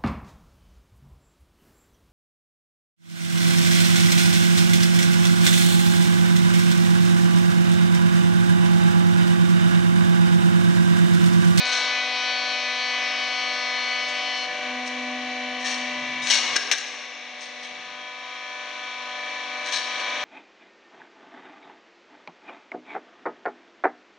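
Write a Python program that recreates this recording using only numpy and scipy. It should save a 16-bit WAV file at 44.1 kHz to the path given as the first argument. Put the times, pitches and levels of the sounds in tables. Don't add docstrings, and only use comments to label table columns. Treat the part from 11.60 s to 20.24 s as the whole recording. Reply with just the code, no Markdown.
import sys
import numpy as np
from scipy import signal
from scipy.fft import rfft, irfft, next_fast_len
from scipy.io import wavfile
from scipy.ndimage import uniform_filter1d, minimum_filter1d

SR = 44100
rng = np.random.default_rng(int(sys.argv[2]) if len(sys.argv) > 2 else 0)


def to_wav(sig):
    pcm = np.clip(np.atleast_2d(sig), -1, 1) * 32767
    pcm = np.round(pcm).astype(np.int16)
    wavfile.write(sys.argv[1], SR, pcm.T)


N = 381024
T = np.arange(N) / SR
SHAFT_HZ, VANES, SLOT_HZ = 24.93, 10, 2315.9

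# midpoint t/s, transition time/s
VALVE_MOVES = [(2.862, 0.03), (4.2, 0.46), (4.76, 0.18), (6.25, .34)]
# whine/dB, rattle/dB, hum/dB, rumble/dB, slot whistle/dB
VALVE_LEVELS = [(-26.5, -33.5, -51.5, -67, -40), (-34.5, -34.5, -56, -60.5, -38.5),
                (-33, -34.5, -49.5, -61, -36), (-32.5, -30, -46, -57.5, -41.5), (-33, -32, -55.5, -62, -36)]
SHAFT_SLIP = (.0002, .0011, .0018, .0068, 0)
# f/Hz, relative level/dB
RUMBLE_SPECTRUM = [(25, -9.5), (85, -11), (140, -2), (210, 1.5), (400, 3.5), (900, -54.5)]
# t/s, rise/s, fall/s, level/dB
RUMBLE_SURGES = [(2.85, 0.081, .25, -64), (4.1, 0.47, .25, -62), (4.7, .1, 0.43, -51),
                 (6.058, 0.091, 0.41, -53)]
# shaft harmonic number, mains hum f/Hz
BEAT_PAIRS = ((12, 300), (24, 600))
# shaft level/dB, mains level/dB
BEAT_LEVELS = ((-57.5, -66.5), (-47.5, -53))
# f/Hz, level/dB, change under load/dB
MOTOR_TONES = [(695, -52, -4.5), (784, -59.5, -4.5), (1112, -49.5, -2.5), (1143, -53, -3.5),
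               (1750, -53.5, -1), (1950, -55.5, 12), (5480, -52, -6)]
# f/Hz, relative level/dB
RATTLE_SPECTRUM = [(40, -35), (120, -60), (250, -8.5), (400, -11), (560, 1.5), (850, -0.5), (1100, 3.3),
                   (1800, 4.5), (2250, 7.5), (2600, 5), (4200, 0.5), (6200, -5.5), (7800, -16.5),
                   (13000, -50.5)]
# harmonic of the vane rate, relative level/dB, growth/(dB/s)
IDLE_TONES = [(2, -11, -0.5), (3, -3, 0.2), (4, -5.5, -1), (5, -5, 1), (6, -1.5, -3), (7, -4.5, -1),
              (8, 0, 0.9), (9, 1.5, -0.6), (10, -2, -4.5), (11, -7.5, 1), (12, -1, 1.5), (13, -4, -1),
              (14, -8, -0.5), (15, -6.5, -4.5), (16, -5, -4.5), (17, -1.5, -0.5), (18, -1, -1.5),
              (19, -6, -3), (20, -2.5, -0.5), (21, -6.5, 1), (22, -10.5, -1.5), (24, -13.5, -1.5),
              (27, -23, -1), (35, -32.5, 0)]
# harmonic of the vane rate, relative level/dB
PRESS_TONES = [(2, -7), (3, 0.5), (4, -6.5), (5, -13), (6, -6), (7, -5.5), (8, -9.5), (9, -5.5), (10, -25),
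               (11, -8.5), (12, -6.5), (13, -10.5), (14, -13), (15, -19), (16, -12)]
CUT_TONES = [(2, -15.5), (3, -3), (4, 0), (5, -6), (6, -6), (7, -2), (8, 2), (9, 1), (10, -20), (11, -2),
             (12, -2.5), (14, -7), (16, -10)]
RETURN_TONES = [(2, -5.5), (3, -1), (4, -5), (5, -7), (6, -7), (7, -4.5), (8, 1), (9, 1), (10, -16),
                (11, -5), (12, -18), (14, -3.5)]
REST_TONES = [(2, -9), (3, -1.5), (4, 2), (5, 0), (6, 0.5), (7, 0.5), (8, -20), (9, -7), (10, -15),
              (11, -19), (12, -13), (13, -2.5), (14, -6), (15, -7), (16, -9.5), (17, -12)]

# f/Hz, relative level/dB, T60/s
TABLE_MODES = [(298, -1, 0.19), (398, -11.5, .4), (433, -8, .25), (494, 1.5, 0.13), (760, -2.5, 0.56),
               (870, -12, 0.17), (934, -5.5, 0.18), (1068, -1.5, 0.42), (1103, -5, 0.12), (1250, 4, 0.33)]
# t/s, peak level/dB, centre f/Hz
JOLTS = [(4.765, -23.5, 1009), (4.95, -26, 440), (5.028, -33, 396), (5.116, -24, 720)]
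# f/Hz, relative level/dB, T60/s
STEEL_MODES = [(1632, 4.5, 0.04), (1664, 1, 0.069), (1744, -11.5, 0.12), (2010, -14, 0.11),
               (2250, -8, 0.13), (2380, -10, 0.075), (2794, -5.5, 0.062), (2920, -5, 0.037),
               (3280, -13, 0.044), (3890, -14, 0.031), (3860, -4.5, 0.059), (4020, -7.5, 0.033),
               (4580, -11, 0.035), (5430, -4, 0.055), (6400, -7.5, 0.046)]
# f/Hz, relative level/dB
RUB_SPECTRUM = [(100, -37.5), (500, -10.5), (1200, -3), (1700, -2), (2900, -1), (4200, 1), (6200, -0.5),
                (8300, -9.5), (11000, -31.5), (14000, -50)]
STRIKE_SPECTRUM = [(100, -30), (500, -13), (1100, -12.5), (1650, 4), (2700, -6), (4200, -2), (6200, -1),
                   (8300, -10.5), (11000, -35), (14000, -89)]
# breakaway t/s, duration/s, level/dB, tilt/(dB/octave), unevenness/dB
SCRAPES = [(0.047, 0.092, -32, 0, 5), (0.113, 0.11, -27.5, 0.5, 3), (2.482, 0.035, -40.5, 6, 3),
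           (2.77, 0.03, -46, 5, 2), (3.259, 0.031, -36.5, 7, 6), (4.04, 0.13, -29.5, 1, 2.5),
           (4.697, 0.096, -14, 3, 3), (5.805, 0.062, -29.5, 5, 5), (6.026, 0.054, -31.5, -1.5, 4),
           (8.056, 0.049, -31.5, 0, 5), (8.116, 0.08, -25.5, 1.5, 3), (8.391, 0.033, -34.5, -3, 4)]
# f/Hz, level/dB
SQUEAK_PARTIALS = [(3779, -38), (5098, -37), (5938, -40.5), (6804, -43), (8323, -48)]
# t/s, duration/s, f/Hz, roughness rate/Hz, pitch share lost, level/dB
SCREECHES = [(2.852, 0.13, 1745, 45, 0, -34.5), (4.015, 0.15, 1814, 35, 0, -34.5),
             (4.354, 0.34, 142, 45, 0, -56.5), (4.696, 0.082, 2956, 700, 0.0803, -19),
             (4.702, 0.07, 5530, 400, .01, -23), (4.713, 0.087, 2220, 45, 0.018, -22),
             (6.029, 0.07, 3350, 350, 0.025, -33), (8.12, 0.092, 4140, 900, .1, -29),
             (8.125, .09, 1660, 160, 0.0047, -34)]
# t/s, loudest 4 ms level/dB, T60/s, tilt/(dB/octave), ringing/dB
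CLANKS = [(4.959, -14, 0.013, -3, -5), (4.963, -6, 0.046, 1, -2.5), (5.114, 2, 0.034, -0.5, -22),
          (5.119, -1.5, 0.062, 3, -4), (5.1326, -8.5, 0.076, -1.5, -7), (5.183, -13, 0.037, 3, -7)]

# f/Hz, left minus right level/dB
MIC_BALANCE = [(420, 0), (700, 1), (1100, 2.5), (1660, 2.5), (2890, 2.5), (5030, 7.5), (8300, 5),
               (12000, -10.5)]
# f/Hz, width/Hz, depth from 0 to 1
MIC_NOTCHES = [(1366, 235, 1), (4910, 760, .94), (7400, 1860, 1), (9920, 2220, 1)]


def amp(db):
    return 10 ** (np.asarray(db) / 20)


def unit(x):
    return x / np.sqrt(np.mean(x ** 2))


def drift(rate_hz):
    knots = rng.standard_normal(int(rate_hz * N / SR) + 3)
    wander = np.interp(T * rate_hz, np.arange(len(knots)), knots)
    return 1.56 * uniform_filter1d(wander, int(SR / rate_hz))


def tone(hz, db):
    return np.sqrt(2) * amp(db) * np.sin(2 * np.pi * (hz * T + rng.random()))


def colour(x, spectrum, tilt_db=0):
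    size = next_fast_len(x.shape[-1] + 512)
    octave = np.log2(np.maximum(np.fft.rfftfreq(size, 1 / SR), 1) / 3000)
    hz, db = np.transpose(spectrum)
    gain = amp(np.interp(octave, np.log2(hz / 3000), db) + tilt_db * np.clip(octave, -2, 1))
    return irfft(rfft(x, size) * gain, size)[..., :x.shape[-1]]


def spread(mid, side, width):
    side = width * colour(side, [(220, -47), (500, 0), (3000, -2.5), (9000, 5.5)])
    return np.array([mid + side, mid - side])


def power(x):
    return np.maximum(uniform_filter1d(np.mean(x ** 2, axis=0), size=176), 1e-12)


def add(out, start_s, x):
    i = int(start_s * SR)
    out[:, i:i + x.shape[1]] += x[:, :N - i]


def workshop_echo(x, wet_db=-5, low_t60_s=2.5, treble_t60_s=0.84):
    t = T[:int(1.5 * SR)]
    noise = spread(*rng.standard_normal((2, len(t))), width=0.3)
    low = colour(noise, [(400, 4.5), (1100, 0.5), (1650, -6), (2300, 0), (3500, -8), (6000, -9),
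                         (11000, -47)])
    treble = colour(noise - low, [(7500, 0.5), (12000, -8)])
    onset = np.clip((t - 0.006) / 0.0018, 0, 1)
    tail = onset * (low * amp(-60 * t / low_t60_s) + treble * amp(-60 * t / treble_t60_s))
    return amp(wet_db) * signal.fftconvolve(x, unit(tail) / np.sqrt(len(t)), axes=1)[:, :N]


def valve_positions():
    passed = [np.clip((T - s) / ramp_s + 0.5, 0, 1) for s, ramp_s in VALVE_MOVES]
    return -np.diff([np.ones(N), *passed, np.zeros(N)], axis=0)


def frame_rumble(steady_db):
    surges = sum(amp(db) * np.interp(T - s, [0, rise, rise + fall], [0, 1, 0])
                 for s, rise, fall, db in RUMBLE_SURGES)
    return (amp(steady_db) + surges) * unit(colour(rng.standard_normal(N), RUMBLE_SPECTRUM))


def motor(turns, pressing, waver_db=0.84):
    hum = np.zeros(N)
    for (k, mains_hz), (shaft_db, mains_db) in zip(BEAT_PAIRS, BEAT_LEVELS):
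        hum += tone(mains_hz, mains_db)
        size = np.sqrt(2) * amp(shaft_db + waver_db * drift(18))
        hum += size * np.sin(2 * np.pi * k * turns + 0.63 * drift(3.2))
    return hum + sum(tone(hz, db + load_db * pressing + waver_db * drift(5.5))
                     for hz, db, load_db in MOTOR_TONES)


def slot_whistle(turns, pressing, resting, db):
    angle = 2 * np.pi * turns
    swing = (0.26 + 0.55 * pressing) * np.sin(2 * angle)
    throb = 0.24 * np.sin(angle) + 0.1 * drift(60)
    strength = 1 + 0.23 * np.cos(2 * angle) + resting * throb
    return np.sqrt(2) * amp(db) * strength * np.sin(SLOT_HZ / SHAFT_HZ * angle + swing)


def pump_rattle(turns, change=0.28, oil_db=-5):
    vanes = rng.standard_normal((4, VANES, round(SR / SHAFT_HZ / VANES)))
    vanes -= vanes.mean(axis=1, keepdims=True)
    steps = 8 * vanes[0].size
    one_turn = signal.resample(vanes.reshape(len(vanes), -1), steps, axis=1)
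    steady, *variations = one_turn[:, ((turns % 1) * steps).astype(int)]
    rattle = steady + change * sum(pattern * drift(4) for pattern in variations)
    oil = rng.standard_normal(N) * (1 + np.sin(2 * np.pi * VANES * turns))
    return unit(colour(unit(rattle) + amp(oil_db) * oil, RATTLE_SPECTRUM))


def harmonic_sizes(tones, orders, rolloff_db=2):
    listed, db = np.transpose(tones)[:2]
    sizes = amp(np.interp(orders, listed, db) - rolloff_db * np.maximum(orders - listed[-1], 0))
    return sizes / np.linalg.norm(sizes)


def pump_whine(turns, positions, linger_db=-11, linger_t60_s=0.96, flutter_rad=0.61):
    orders = np.arange(2, 37)
    spectra = (IDLE_TONES, PRESS_TONES, CUT_TONES, RETURN_TONES, REST_TONES)
    whine_db = np.transpose(VALVE_LEVELS)[0]
    mixes = np.transpose([harmonic_sizes(tones, orders) for tones in spectra]) * amp(whine_db)
    listed, _, growth = np.transpose(IDLE_TONES)
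    idle_end_s = VALVE_MOVES[0][0]
    lingering = amp(linger_db - 60 * np.maximum(T - idle_end_s, 0) / linger_t60_s)
    idling = np.maximum(positions[0], lingering)
    from_mid_idle_s = np.minimum(T, idle_end_s) - idle_end_s / 2
    out = np.zeros(N)
    for k, mix in zip(orders, mixes):
        trend = amp(np.interp(k, listed, growth) * from_mid_idle_s)
        size = mix[0] * idling * trend + mix[1:] @ positions[1:]
        unrest = min(np.sqrt(k / 8), 1)
        flutter = 0.16 + 0.2 * positions[-1] * min(k / 13, 1) ** 2
        phase = 2 * np.pi * (k * VANES * turns + rng.random())
        waver = 1 + unrest * (0.18 * drift(8) + flutter * drift(30))
        out += size * waver * np.sin(phase + unrest ** 3 * flutter_rad * drift(22))
    return np.sqrt(2) * out


def ram_hum(turns, steady_db, start_s=3.01, build_s=0.18, end_s=5.04, release_s=0.73):
    since_s = np.maximum(T - start_s, 0)
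    build = 1 - np.exp(-since_s / build_s)
    sag = amp(-36.5 - 5 * since_s)
    release = np.clip((end_s - T) / release_s, 0, 1)
    size = (amp(steady_db) + build * sag * release) * amp(0.8 * drift(13))
    return np.sqrt(2) * size * np.sin(2 * np.pi * VANES * turns)


def power_pack(wobble=0.000249, idle_rattle_db_per_s=0.1):
    positions = valve_positions()
    idle, press, cut, _, rest = positions
    _, rattle_db, hum_db, rumble_db, slot_db = np.transpose(VALVE_LEVELS) @ positions
    slip = np.array(SHAFT_SLIP) @ positions
    turns = np.cumsum(SHAFT_HZ * (1 - slip + wobble * drift(8))) / SR
    rattle_db += idle_rattle_db_per_s * idle * (T - VALVE_MOVES[0][0] / 2)
    rattle = amp(rattle_db) * spread(pump_rattle(turns), pump_rattle(turns), width=0.47)
    return (rattle + ram_hum(turns, hum_db) + frame_rumble(rumble_db) + pump_whine(turns, positions)
            + motor(turns, press + cut) + slot_whistle(turns, press + cut, rest, slot_db))


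def table_thuds(push_s=0.015, reach_octaves=0.77):
    out, t = np.zeros((2, N)), T[:SR]
    for s, db, centre_hz in JOLTS:
        ring = np.zeros(len(t))
        for hz, mode_db, t60 in TABLE_MODES:
            coupling = np.exp(-(np.log2(hz / centre_hz) / reach_octaves) ** 2)
            ring += coupling * amp(mode_db - 60 * t / t60) * np.sin(2 * np.pi * (hz * t + rng.random()))
        ring *= np.minimum(t / push_s, 1)
        add(out, s, amp(db) * ring[None] / np.abs(ring).max())
    return out


def steel_sheet(force, spectrum, tilt_db, ring_db):
    t = T[:len(force)]
    modes = np.zeros(len(t))
    for hz, db, t60 in STEEL_MODES:
        detuned_hz = hz * (1 + 0.0045 * rng.standard_normal())
        modes += amp(db - 60 * t / t60) * np.sin(2 * np.pi * (detuned_hz * t + rng.random()))
    contact = force * rng.standard_normal((2, len(t)))
    direct = unit(colour(contact, spectrum, tilt_db))
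    ringing = signal.fftconvolve(contact, modes[None], axes=1)[:, :len(t)]
    ringing = unit(colour(ringing, [(100, -34.5), (1500, -11), (6500, -6), (12000, -24.5)], tilt_db))
    bass_cut = signal.butter(2, 380, "high", fs=SR, output="sos")
    return spread(*signal.sosfilt(bass_cut, direct + amp(ring_db) * ringing), width=0.087)


def scrapes(creep_share=0.38, creep_db=-13.5):
    out, t = np.zeros((2, N)), T[:SR // 2]
    for s, length, db, tilt_db, uneven_db in SCRAPES:
        progress = t / length - creep_share
        creep = np.interp(progress, [-creep_share, -creep_share * 0.73, 0, 0.5], [0, 1, 1, 0])
        slide = np.interp(progress, [0, 0.12, 0.55, 1.3], [0.063, 1, 0.86, 0.045])
        slips = amp(uneven_db * np.repeat(rng.standard_normal(len(t)), 40)[:len(t)])
        force = np.maximum(amp(creep_db) * creep, slide) * slips
        bright = steel_sheet(force, RUB_SPECTRUM, tilt_db, ring_db=-9)
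        dull = colour(bright, [(1, 0.0056)], tilt_db=-3.5)
        slowed = np.clip(2 * progress - 1, 0, 1)
        scrape = (1 - slowed) * bright + slowed * dull
        rms = np.sqrt(np.sum(scrape ** 2) / (2 * length * SR))
        add(out, s - creep_share * length, amp(db) * scrape / rms)
    return out


def blade_squeak(start_s=4.617, end_s=4.672, roughness=0.15):
    progress = np.clip((T - start_s) / (end_s - start_s), 0, 1)
    gate = np.clip(3 * np.sin(np.pi * progress), 0, 1)
    return gate * sum(tone(hz, db) * (1 + roughness * drift(100)) for hz, db in SQUEAK_PARTIALS)


def screeches(roughness=0.93, rise_share=0.22):
    out = np.zeros(N)
    for s, length, hz, rough_hz, sink, db in SCREECHES:
        progress = np.clip((T - s) / length, 0, 1)
        phase = 2 * np.pi * np.cumsum(hz * (1 - sink * progress)) / SR
        in_phase = (1 + roughness * drift(rough_hz)) * np.sin(phase)
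        quadrature = roughness * drift(rough_hz) * np.cos(phase)
        envelope = np.interp(progress, [0, rise_share, 1], [0, 1, 0])
        out += amp(db) * envelope * unit(in_phase + quadrature)
    return out


def offcut_clanks():
    out, t = np.zeros((2, N)), T[:SR // 2]
    for s, db, t60, tilt_db, ring_db in CLANKS:
        clank = steel_sheet(amp(-60 * t / t60), STRIKE_SPECTRUM, tilt_db, ring_db)
        add(out, s, amp(db) * clank / np.sqrt(power(clank).max()))
    return out


def scene(work_left_db=2, clank_echo_db=-3):
    work = scrapes() + blade_squeak() + screeches() + table_thuds()
    clanks = offcut_clanks()
    echo = workshop_echo(work + amp(clank_echo_db) * clanks)
    pan = amp([[work_left_db / 2], [-work_left_db / 2]])
    return power_pack() + pan * (work + clanks) + echo


def limiter(x, ceiling_db=-13, release_db_per_s=4):
    over_db = np.maximum(10 * np.log10(power(x)) - ceiling_db, 0)
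    duck_db = np.maximum.accumulate(over_db + release_db_per_s * T) - release_db_per_s * T
    return x * amp(-uniform_filter1d(duck_db, size=44))


def peak_guard(x, ceiling=0.88):
    gain = np.minimum(ceiling / np.maximum(np.abs(x).max(axis=0), 1e-9), 1)
    return x * uniform_filter1d(minimum_filter1d(gain, size=45), size=45)


def record(dry, top_hz=14200):
    x = np.array([colour(channel, [(hz, sign * db / 2) for hz, db in MIC_BALANCE])
                  for channel, sign in zip(limiter(dry), (1, -1))])
    for hz, width_hz, depth in MIC_NOTCHES:
        notched = signal.lfilter(*signal.iirnotch(hz, hz / width_hz, fs=SR), x)
        x = x + depth * (notched - x)
    low_pass = signal.ellip(8, 0.2, 70, top_hz, fs=SR, output="sos")
    return signal.sosfilt(low_pass, peak_guard(x))


dry = scene()
out = record(dry)
to_wav(out)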